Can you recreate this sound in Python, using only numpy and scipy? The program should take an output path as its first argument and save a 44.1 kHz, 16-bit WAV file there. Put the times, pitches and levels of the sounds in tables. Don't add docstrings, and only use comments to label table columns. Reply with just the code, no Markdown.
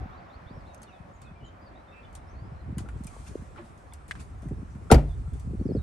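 import sys
import numpy as np
from scipy import signal
from scipy.fft import rfft, irfft
from scipy.io import wavfile
from scipy.ndimage import uniform_filter1d

SR = 44100
rng = np.random.default_rng(int(sys.argv[2]) if len(sys.argv) > 2 else 0)


def materialize(psi):
    bounded = np.clip(np.atleast_2d(psi).T, -1, 1)
    quanta = np.round(bounded * 32767).astype(np.int16)
    wavfile.write(sys.argv[1], SR, quanta)


def invert_db(x):
    u = np.asarray(x, float) / 20
    return 10 ** u


N = 256662

# t/s, rattle level/dB, treble against it/dB, treble t60/s
BLOWS = [
    (4.899, -41, -8, .15),
    (4.9037, -16.5, -27, 0.041),
    (4.9139, -8.5, -1.5, 0.055),
    (4.9195, -17.5, 2.5, 0.042),
    (4.925, -24, 2, 0.038),
    (4.932, -18.5, -15, 0.087),
    (4.943, -17.5, -8.5, 0.071),
    (4.952, -30, -28, 0.14),
    (4.978, -33.5, -14, 0.29),
]
# f/Hz, left-right correlation
FIELD_LIKENESS = [(60, 0.87), (130, 0.87), (270, 0.92), (590, -0.095), (1250, -0.22), (2670, 0.35),
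                  (5710, 0.3), (12200, -0.04)]
# f/Hz, left-right correlation
NEAR_LIKENESS = [(60, 0.81), (130, 0.52), (270, 0.86), (590, 0.87), (1250, 0.27), (2670, 0.4), (4200, 0.69),
                 (5710, 1), (8800, .8), (10400, 0.3), (12200, 0.49)]


def read(points, hz):
    f, value = np.transpose(points)
    return np.interp(np.log(hz + 1), np.log(f + 1), value)


def curve(rows):
    s, *columns = np.transpose(rows)
    t = np.arange(N) / SR
    return [np.interp(t, s, column) for column in columns]


def evened(x):
    return x / np.sqrt(np.mean(x ** 2) + 1e-20)


def add(mix, s, sound):
    part = mix[..., round(s * SR):][..., :sound.shape[-1]]
    part += sound[..., :part.shape[-1]]


def noise(colour, likeness, band, patchy_db=0.):
    hz = np.fft.rfftfreq(1024, 1 / SR)
    a, b, c, d, patches = rng.standard_normal((N // 256 + 5, 513, 5)).T
    patches = uniform_filter1d(patches, size=8, axis=0)
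    patches = evened(uniform_filter1d(patches, size=12, axis=1))
    like = np.clip(read(likeness, hz), -1, 1)[:, None]
    left, other = a + 1j * b, c + 1j * d
    z = np.array([left, like * left + np.sqrt(1 - like ** 2) * other])
    z *= invert_db(read(colour, hz)[:, None] + patchy_db * patches)
    x = signal.istft(z, nperseg=1024, noverlap=768)[1][:, :N]
    power, f = abs(rfft(x.mean(0))) ** 2, np.fft.rfftfreq(N, 1 / SR)
    in_band = (f > band[0]) & (f < band[1])
    return x / np.sqrt(2 * power[in_band].sum()) * N


def port_noise(colour, likeness):
    a, b = rng.standard_normal((2, N))
    pair = np.array([a, likeness * a + np.sqrt(1 - min(likeness, 1) ** 2) * b])
    colour_gain = invert_db(read(colour, np.fft.rfftfreq(N, 1 / SR)))
    return evened(irfft(rfft(pair) * colour_gain, N))


def lumps(per_s):
    hz = np.fft.rfftfreq(N, 1 / SR)
    return evened(irfft(rfft(rng.standard_normal(N)) / (1 + (hz / per_s) ** 4), N))


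def swell(rise, t60):
    t = np.arange(SR // 2) / SR
    shape = np.sin(np.pi / 2 * np.minimum(t / max(rise, 1e-4), 1)) ** 2
    return t, shape * invert_db(-60 * np.maximum(t - rise, 0) / t60)


def ring(db, hz, rise, t60):
    t, shape = swell(rise, t60)
    return invert_db(db) * shape * np.sin(2 * np.pi * hz * t)


def wavelet(hz, cycles, turn):
    u = np.arange(0, 1, hz / (cycles * SR))
    phase = cycles * (1.364 * u - .5 * u ** 2) + turn
    return np.cos(2 * np.pi * phase) * np.sin(np.pi * u ** 0.68) ** 2


def door():
    # f/Hz, density/dB per Hz
    rattle = [(240, -18), (400, -4.5), (812, -11.5), (1130, -27), (1350, -17.5), (1630, -26.5), (1910, -21),
              (3930, -26), (4810, -25.5), (6510, -30.5), (8320, -28.5), (12100, -32.5), (13000, -44),
              (13700, -68), (15200, -48), (16200, -90)]
    # f/Hz, left over right/dB
    balance = [(60, 0), (110, -1), (200, -1), (350, 4.5), (640, 3), (1150, 3.5), (2080, 1.5), (3750, 3.0),
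               (6760, 3.5), (12200, 1)]
    # t/s, peak level/dB, f/Hz, rise/s, t60/s
    modes = [(4.9011, -18, 1383, 0.0038, 0.028), (4.9035, -24, 800, 0.0048, 0.031),
             (4.902, -24, 400, .004, .04), (4.9140, -17, 660, 0.0032, 0.058),
             (4.914, -20, 450.6, .004, 0.18), (4.9144, -26, 805, 0.0053, 0.035),
             (4.9149, -19, 552, .004, 0.087), (4.9147, -14.5, 244.4, 0.009, 0.22),
             (4.9152, -19, 301, 0.0039, 0.26), (4.9132, -13, 206.7, 0.005, 0.17),
             (4.9145, -18, 470, 0.0023, 0.036), (4.9178, -10.5, 796, .0025, 0.046),
             (4.9217, -16.5, 149.1, 0.01, 0.45), (4.912, -8, 77.3, 0.025, 0.098),
             (4.9194, -14, 123.3, .012, 0.25), (4.922, -15.5, 49.5, 0.029, 0.44),
             (4.9361, -7, 64.2, 0.032, 0.077), (4.9440, -13, 418, 0.0031, 0.057),
             (4.950, -23, 701, 0.0051, 0.06), (4.931, -22, 751, .004, .07), (4.968, -27, 377, .004, .07),
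             (4.99, -34, 620, .005, .08)]
    low, high, out = np.zeros(N), np.zeros(N), np.zeros((2, N))
    for s, db, treble_db, t60 in BLOWS:
        add(low, s, invert_db(db) * swell(0.0016, 1.15 * t60)[1])
        add(high, s, invert_db(db + treble_db) * swell(0.00068, t60)[1])
    hz = np.fft.rfftfreq(N, 1 / SR)
    shiver = rfft(noise(rattle, NEAR_LIKENESS, (300, 15000)))
    shiver *= invert_db(np.outer([.5, -.5], read(balance, hz)) - 3.5)
    upper = 1 / (1 + (2200 / (hz + 1)) ** 4)
    chatter = invert_db(0.64 * lumps(per_s=630))
    out += low * irfft(shiver * (1 - upper), N)
    out += high * chatter * irfft(shiver * upper, N)
    for s, db, mode_hz, rise, t60 in modes:
        side_db = read(balance, mode_hz) / 2
        sound = ring(db, mode_hz, rise, t60)
        if mode_hz > 180:
            sound = sound + ring(db - 11.5, mode_hz * 1.07, 3 * rise, t60)
        add(out[0], s, invert_db(side_db) * sound)
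        add(out[1], s + 0.00019, invert_db(-side_db) * sound)
    return out


def tap():
    # f/Hz, level/dB, t60/s
    skin = [
        (1620, 3.5, 0.012),
        (2040, -26, 0.023),
        (2980, -11, 0.017),
    ]
    # delay/s, level/dB
    paths = [
        (0, 1),
        (.0048, -11),
        (.0075, -12),
    ]
    # f/Hz, density/dB per Hz
    crack_colour = [(530, -49), (900, -19), (2040, -2.5), (2600, -11), (4680, -20), (5340, -25),
                    (8500, -22), (11600, -34), (12700, -63), (16500, -93), (22000, -120)]
    tap_s, tap_db, crack_t60 = 4.1103, -24.5, .03
    knock = sum(ring(db, hz, 0.0003, t60) for hz, db, t60 in skin)
    out, crack = np.zeros((2, N)), np.zeros(N)
    for lag, db in paths:
        add(out[0], tap_s + lag, invert_db(tap_db + db) * knock)
        add(out[1], tap_s + lag * 1.06 + 0.0001, invert_db(tap_db + db - 1.5) * knock)
        add(crack, tap_s + lag, invert_db(tap_db + db - 10.0) * swell(0.00044, crack_t60)[1])
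    return out + crack * noise(crack_colour, NEAR_LIKENESS, (1000, 12000))


def wind():
    # t/s, level/dB
    strength = [(0.0, -39.5), (.34, -61.5), (.58, -48.5), (.91, -59), (1.2, -50.5), (1.92, -56),
                (2.34, -45), (3.04, -42.5), (3.26, -47.5), (3.48, -45), (3.7, -54.5), (4.42, -43),
                (4.56, -38.5), (4.64, -46.5), (4.88, -46.5), (5.08, -36), (5.2, -39.5), (5.82, -35)]
    # f/Hz, density/dB per Hz
    rumble = [(20, -14), (40, 1.5), (62, 11), (95, 6), (140, -5.5), (220, -67.5), (9000, -70),
              (13200, -135)]
    # f/Hz, density/dB per Hz
    flutter = [(60, -27), (130, 1.5), (250, -7), (450, -15), (800, -57), (9000, -59), (13200, -125)]
    # t/s, peak level/dB, f/Hz
    eddies = [(0.506, -33.5, 221), (0.566, -34, 130), (1.311, -34.5, 165), (2.416, -30.5, 131),
              (2.518, -30.5, 128), (2.677, -30.5, 132), (2.722, -26.5, 186), (2.768, -20.5, 161),
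              (2.953, -29.5, 151), (3.005, -26.5, 205), (3.049, -30, 181), (3.353, -23.5, 332),
              (3.39, -32, 136), (3.419, -32, 210), (4.426, -35, 223), (4.462, -25, 138), (4.509, -22, 220),
              (4.574, -31.5, 126), (4.616, -33.5, 228), (4.753, -32, 213), (5.47, -26.5, 181),
              (5.508, -24, 155), (5.542, -24, 180), (5.609, -18, 227), (5.653, -16.5, 230),
              (5.686, -24, 170), (5.704, -22.5, 153), (5.716, -22, 262), (5.749, -15, 278),
              (5.768, -20, 149),
              (0.019, -32, 67), (1.42, -34, 63), (5.085, -24.5, 57.4), (5.185, -23, 63), (5.244, -28, 62),
               (5.276, -25, 127.6), (5.322, -23.5, 74), (5.475, -24, 70), (5.533, -26, 332),
               (5.549, -29.5, 297), (5.585, -21, 78), (5.772, -23.5, 106)]
    # t/s, peak level/dB
    spits = [(.566, -43.5), (2.845, -43.5), (3.163, -42.5), (3.353, -31), (3.508, -50), (4.425, -55),
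             (5.609, -41), (5.749, -35), (5.704, -44), (5.764, -41)]
    flutter_db, flutter_follows = -19.5, .75
    crest_db = -28
    wind_db = curve(strength)[0]
    slam_s = BLOWS[2][0]
    shelter_db = -2.5 * (np.arange(N) > slam_s * SR)
    gust = 1.2 * np.tanh(lumps(per_s=16) / 1.53)
    out = port_noise(rumble, likeness=0.87) * invert_db(wind_db + 2.5 * gust + 2.0)
    flutter_level = flutter_follows * wind_db + flutter_db + shelter_db + 8.7 * gust
    out += port_noise(flutter, likeness=0.68) * invert_db(flutter_level)
    turns = rng.random(size=(52, 3))
    for (s, db, hz), turn in zip(eddies, turns):
        add(out, s + 0.00076, invert_db(db - 3.0) * wavelet(hz, 3.21, turn[0]))
        add(out, s + 0.00037, invert_db(db + crest_db) * wavelet(400 + 140 * turn[2], 3.7, turn[1]))
    for (s, db), turn in zip(spits, turns[::-1]):
        add(out, s + 0.00027, invert_db(db) * wavelet(400 + 140 * turn[2], 4.98, turn[1]))
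    return out


def ripples():
    # t/s, peak level/dB, f/Hz, length/cycles
    swirls = [(.055, -34, 200, 3.3), (0.354, -38, 69.6, 2.6), (.46, -39, 90, 1.9), (1.0, -40, 150, 3.1),
              (3.503, -50, 497, 2.9), (4.71, -42, 149, 3.1), (4.783, -39.5, 179, 3.4),
              (5.363, -36, 147, 4.1), (5.408, -46, 245, 2), (2.656, -37, 99, 3.8), (2.688, -38, 274, 6.8),
              (2.700, -28, 100, 2.5), (2.78, -34.5, 268, 4.2), (2.803, -36.5, 260, 3.5),
              (2.810, -31, 120, 2.6), (2.835, -38, 217, 3.4), (2.846, -38, 131, 2.5),
              (2.862, -39, 249, 2.3), (4.443, -41, 230, 2.6), (4.455, -34.5, 231, 2.7),
              (4.516, -34, 388, 5.3), (4.520, -26, 111, 2.1), (4.532, -37, 283, 2.7),
              (4.543, -38, 131, 2.8), (4.628, -30.5, 222, 2.2), (5.596, -35.5, 330, 4.3),
              (5.618, -38, 400, 5.9), (5.659, -27, 342, 5.2), (5.663, -25, 109, 2.6),
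              (5.688, -29.5, 402, 5.9), (5.697, -29, 397, 5.5), (5.707, -23.5, 330, 3.4),
              (5.716, -33, 516, 5), (5.725, -29, 150, 3.7), (5.755, -27.5, 422, 6.4),
              (5.765, -27.5, 430, 4.3), (5.778, -30, 201, 3.2), (5.785, -31.5, 120, 2.4)]
    lean_db = 9.5
    out = np.zeros((2, N))
    for (s, db, hz, cycles), (turn, lean) in zip(swirls, rng.random((len(swirls), 2))):
        port_db = lean_db * (lean - .5) * np.array([[1], [-1]])
        add(out, s, invert_db(db + port_db) * wavelet(hz, cycles, turn))
    return out


def steps():
    # t/s, level/dB
    brush = [(0.0, -92), (0.74, -74), (1.6, -81), (2.09, -78.5), (2.71, -77), (3.03, -67), (3.09, -57.5),
             (3.33, -61.5), (3.6, -70), (4.5, -71.5), (4.85, -67), (5.82, -69)]
    # f/Hz, density/dB per Hz
    grit = [(1470, -6.5), (2500, -0.5), (2960, -3), (3150, -4), (3610, -1.5), (3860, -4), (5460, -2.5),
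            (8540, 1), (10300, -0.5), (11400, -7.5), (12700, -48), (13500, -90), (16500, -100),
            (22000, -120)]
    # t/s, peak level/dB, dull part/dB, t60/s
    snaps = [(0.745, -45, -15, 0.039), (0.818, -46, -17, 0.037), (0.83, -41, -16, 0.061),
             (1.217, -49, 5, 0.13), (2.1275, -58, -1, 0.17), (2.1515, -38, -11, 0.088),
             (2.7821, -34.5, -0.5, 0.13), (2.887, -51.5, 17.5, 0.07), (3.037, -45, -18, 0.023),
             (3.044, -43.5, -18, .03), (3.0683, -37.5, -18, 0.04), (3.073, -46, -18, 0.051),
             (3.5598, -64, 21, 0.063), (3.7763, -57.5, -16, 0.12), (3.935, -40.5, -21, 0.066),
             (4.08, -49.5, -14, 0.1), (4.085, -52, -12, 0.59), (4.152, -58, 21, 0.17),
             (4.42, -56, 10, 0.22), (4.4854, -56, -3, 0.084), (4.75, -66, 19.5, 0.092),
             (5.335, -54, 5, 0.19), (5.396, -48.5, -11, 0.11)]
    # t/s, peak level/dB, dull part/dB, rise/s, t60/s
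    scuffs = [
        (3.255, -60.5, -1, 0.028, 0.079),
        (3.562, -80, 28, 0.025, 0.22),
        (3.63, -74, -12, .03, 0.11),
        (4.188, -57.5, -3, 0.021, 0.12),
    ]
    # t/s, peak level/dB, f/Hz, rise/s, t60/s
    chinks = [(.001, -46, 740, 0.01, 0.12), (.03, -45.5, 764, 0.0088, 0.14), (.11, -52, 745, 0.022, 0.15),
              (.744, -63, 6400, .003, .06), (.820, -51.5, 6370, .005, 0.041), (1.217, -64, 3600, .003, .06),
              (3.072, -50.5, 2390, .004, 0.069), (3.163, -45.5, 880, 0.0022, 0.027),
              (3.575, -41, 346, 0.032, 0.1), (3.580, -48.5, 595, 0.018, 0.091),
              (3.590, -46.5, 231, 0.049, 0.12), (3.922, -52, 3480, 0.0024, 0.02),
              (3.924, -47.5, 900, .002, 0.03), (5.599, -62, 4400, .002, 0.029)]
    # f/Hz, density/dB per Hz
    knock = [(400, -32), (800, 8.5), (1500, 5.5), (2600, -5.0), (4000, -13), (9000, -53), (13500, -110)]
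    split = [(4000, -33), (6300, -2), (9000, 11.0), (12000, 0), (13600, -24), (15200, -10), (15800, -16),
             (16300, -60)]
    bright, dull, crack = np.zeros((3, 2, N))
    for s, db, dull_db, t60 in snaps:
        gain = invert_db(db - 15.0)
        add(bright, s, gain * swell(0.001, t60)[1])
        add(crack, s, gain * invert_db(8.5) * swell(0.00087, 0.017)[1])
        add(dull, s, gain * invert_db(dull_db - 1.0) * swell(0.00049, t60)[1])
    for s, db, dull_db, rise, t60 in scuffs:
        shape = swell(rise, t60)[1]
        add(bright, s, invert_db(db) * shape)
        add(dull, s, invert_db(db + dull_db) * shape)
    bright += invert_db(curve(brush)[0] - 4.5 + 0.79 * lumps(per_s=19))
    out = bright * noise(grit, FIELD_LIKENESS, (5000, 12500), patchy_db=2.2)
    out += crack * noise(split, NEAR_LIKENESS, (5000, 12500))
    out += dull * noise(knock, FIELD_LIKENESS, (1000, 3000))
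    for s, *mode in chinks:
        add(out, s, ring(*mode))
    return out


def ticks():
    # t/s, peak level/dB, f/Hz, t60/s
    pings = [(.737, -62, 6200, .03), (.778, -62, 6400, .03), (2.153, -56, 7740, .05),
             (2.153, -62, 6400, .04), (2.783, -54, 1554, .04), (2.783, -53, 1965, 0.077),
             (2.784, -46, 2970, .03), (2.860, -53, 1355, 0.087), (2.888, -47.5, 1430, 0.036),
             (3.561, -42.5, 1380, .012), (3.561, -52, 1900, .012), (3.924, -54, 2190, .02),
             (4.153, -44, 1680, 0.016), (4.154, -59, 3280, .012), (3.268, -57, 2680, .06),
             (3.268, -60, 3500, .06), (3.283, -58, 6000, .03), (4.196, -55, 2550, .07),
             (4.188, -58, 2300, .04), (4.506, -48, 770, 0.018), (5.148, -64, 7900, .04),
             (4.412, -57, 1040, .03), (4.433, -43, 685, 0.023), (4.486, -58, 1950, 0.036),
             (4.900, -51, 3450, .02), (4.904, -38, 5250, .03), (4.9154, -18.5, 8990, .045),
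             (4.943, -32.5, 4750, 0.044), (4.914, -31, 2750, .05), (4.913, -33, 4400, .05),
             (4.914, -34, 5900, .04), (4.914, -34, 6150, 0.087), (4.914, -29, 1940, 0.05),
             (4.919, -29, 1326, 0.077), (4.921, -36.5, 2433, 0.093), (4.922, -22.5, 959, 0.088),
             (4.924, -30, 6860, .04), (4.932, -38, 1780, 0.041), (4.945, -38, 1150, 0.045),
             (4.961, -36, 1406, 0.048)]
    out = np.zeros((2, N))
    for s, db, hz, t60 in pings:
        add(out[0], s, ring(db + 4.0, hz, 0.0012, t60))
        add(out[1], s + .00005, ring(db + 1.5, hz, 0.00092, t60))
    return out


def birds():
    # t/s, length/s, f/Hz, level/dB
    held = [(.532, 0.056, 5420, -75), (0.688, 0.04, 3750, -69), (0.91, 0.063, 2540, -65),
            (.98, 0.048, 2550, -68), (1.243, 0.042, 2560, -60.5), (.165, 0.036, 4500, -74),
            (0.865, .022, 3600, -67), (.885, .015, 5750, -74), (1.785, .035, 3950, -78),
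            (5.63, 0.032, 5750, -75), (1.346, .061, 2370, -66.5), (1.402, 0.056, 2930, -66.5),
            (1.432, 0.078, 3107, -64), (1.608, 0.071, 4860, -73), (1.872, 0.072, 3640, -70.5),
            (1.912, 0.11, 2620, -61), (1.934, 0.085, 2393, -61), (2.03, .03, 3480, -65.5),
            (2.042, 0.034, 3050, -64), (2.54, 0.08, 4100, -77), (5.7, .017, 4400, -64),
            (5.72, .035, 5100, -65), (5.78, .04, 3840, -69)]
    # t/s, start f/Hz, level/dB
    rising = [
        (.105, 3150, -72),
        (.29, 3400, -68),
        (.64, 3250, -76),
        (2.265, 4950, -75),
    ]
    # t/s, start f/Hz, level/dB
    falling = [(.578, 5300, -77), (.825, 4650, -73), (0.871, 2980, -63.5), (.918, 3940, -67),
               (1.13, 7340, -73), (1.247, 3880, -69), (1.445, 7380, -72.5), (1.45, 4150, -71.5),
               (1.645, 5000, -69.5), (5.05, 4360, -78), (5.105, 3600, -75), (1.215, 4700, -74)]
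    # t/s, length/s, start f/Hz, end f/Hz, level/dB
    glides = [(.46, .075, 3300, 5300, -71), (.46, .04, 3300, 3900, -66), (.655, .03, 3400, 4400, -71),
              (.6, .03, 4700, 4100, -74), (1.745, .04, 3450, 3950, -69), (.345, .03, 4500, 5200, -80),
              (5.09, .03, 3650, 3500, -68), (5.13, .02, 3400, 3800, -71), (5.655, .04, 5500, 4300, -70),
              (2.33, .16, 4050, 5250, -76), (2.5, .1, 5200, 5500, -83), (5.763, .018, 4780, 3850, -63)]
    rise_s, rise_ratio, fall_s, fall_ratio = .075, 1.36, .048, .85
    song = np.zeros(N)
    waver = 1 + .012 * lumps(per_s=90)
    whistles = glides + [(s, length, hz, hz, db) for s, length, hz, db in held]
    whistles += [(s, rise_s, hz, hz * rise_ratio, db) for s, hz, db in rising]
    whistles += [(s, fall_s, hz, hz * fall_ratio, db) for s, hz, db in falling]
    for s, length, start_hz, end_hz, db in whistles:
        count = int(length * SR)
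        hz = np.linspace(start_hz, end_hz, count) * waver[int(s * SR):][:count]
        whistle = np.sin(2 * np.pi * np.cumsum(hz) / SR)
        add(song, s, invert_db(db) * whistle * signal.windows.tukey(count, .3))
    song *= invert_db(2.4 * lumps(per_s=70))
    t = np.arange(6000) / SR
    echoes = rng.standard_normal((2, 6000)) * invert_db(-60 * t / 0.2)
    echoes *= invert_db(-.5) / np.linalg.norm(echoes[0])
    return song + signal.oaconvolve(song[None], echoes, axes=1)[:, :N]


def traffic():
    # t/s, level/dB
    road_level = [
        (0.0, -50.5),
        (1.22, -56),
        (2.01, -54),
        (5.48, -59),
        (5.82, -58),
    ]
    # f/Hz, density/dB per Hz
    road = [(88, -35), (150, -2.5), (191, -7), (465, -12), (700, -7), (1420, -13.5), (1900, -18.5),
            (2500, -23.5), (2850, -29), (5390, -38.5), (8900, -54.5), (12600, -58), (13200, -115),
            (22000, -130)]
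    # f/Hz, density/dB per Hz
    tyres = [(480, -31), (575, 6), (650, -28), (740, 2.5), (830, -27), (1050, -8.5), (1150, -4),
             (1240, -17), (1330, -4.5), (1450, -27), (2700, -43.5), (12900, -43.5), (13300, -115)]
    wash = noise(road, FIELD_LIKENESS, (400, 2500), patchy_db=1.0)
    drone = noise(tyres, FIELD_LIKENESS, (400, 2500), patchy_db=4.5)
    return (wash + invert_db(-6) * drone) * invert_db(curve(road_level)[0] - 3.0)


def scene():
    return door() + tap() + wind() + ripples() + steps() + ticks() + birds() + traffic()


def roll_off(x):
    return signal.sosfilt(signal.butter(12, 15800, fs=SR, output="sos"), x)


def record(dry):
    # f/Hz, width/Hz, level/dB
    port_null = (10170, 340, -17)
    hz, width, db = port_null
    ceiling = .97
    dip = invert_db(db * np.exp(-((np.fft.rfftfreq(N, 1 / SR) - hz) / width) ** 2))
    mid, side = dry.mean(0), (dry[0] - dry[1]) / 2
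    mid = irfft(rfft(mid) * dip, N)
    pair = np.array([mid + side, mid - side]) / ceiling
    limited = ceiling * pair / (1 + pair ** 4) ** (1 / 4)
    return roll_off(limited)


dry = scene()
out = record(dry)
materialize(out)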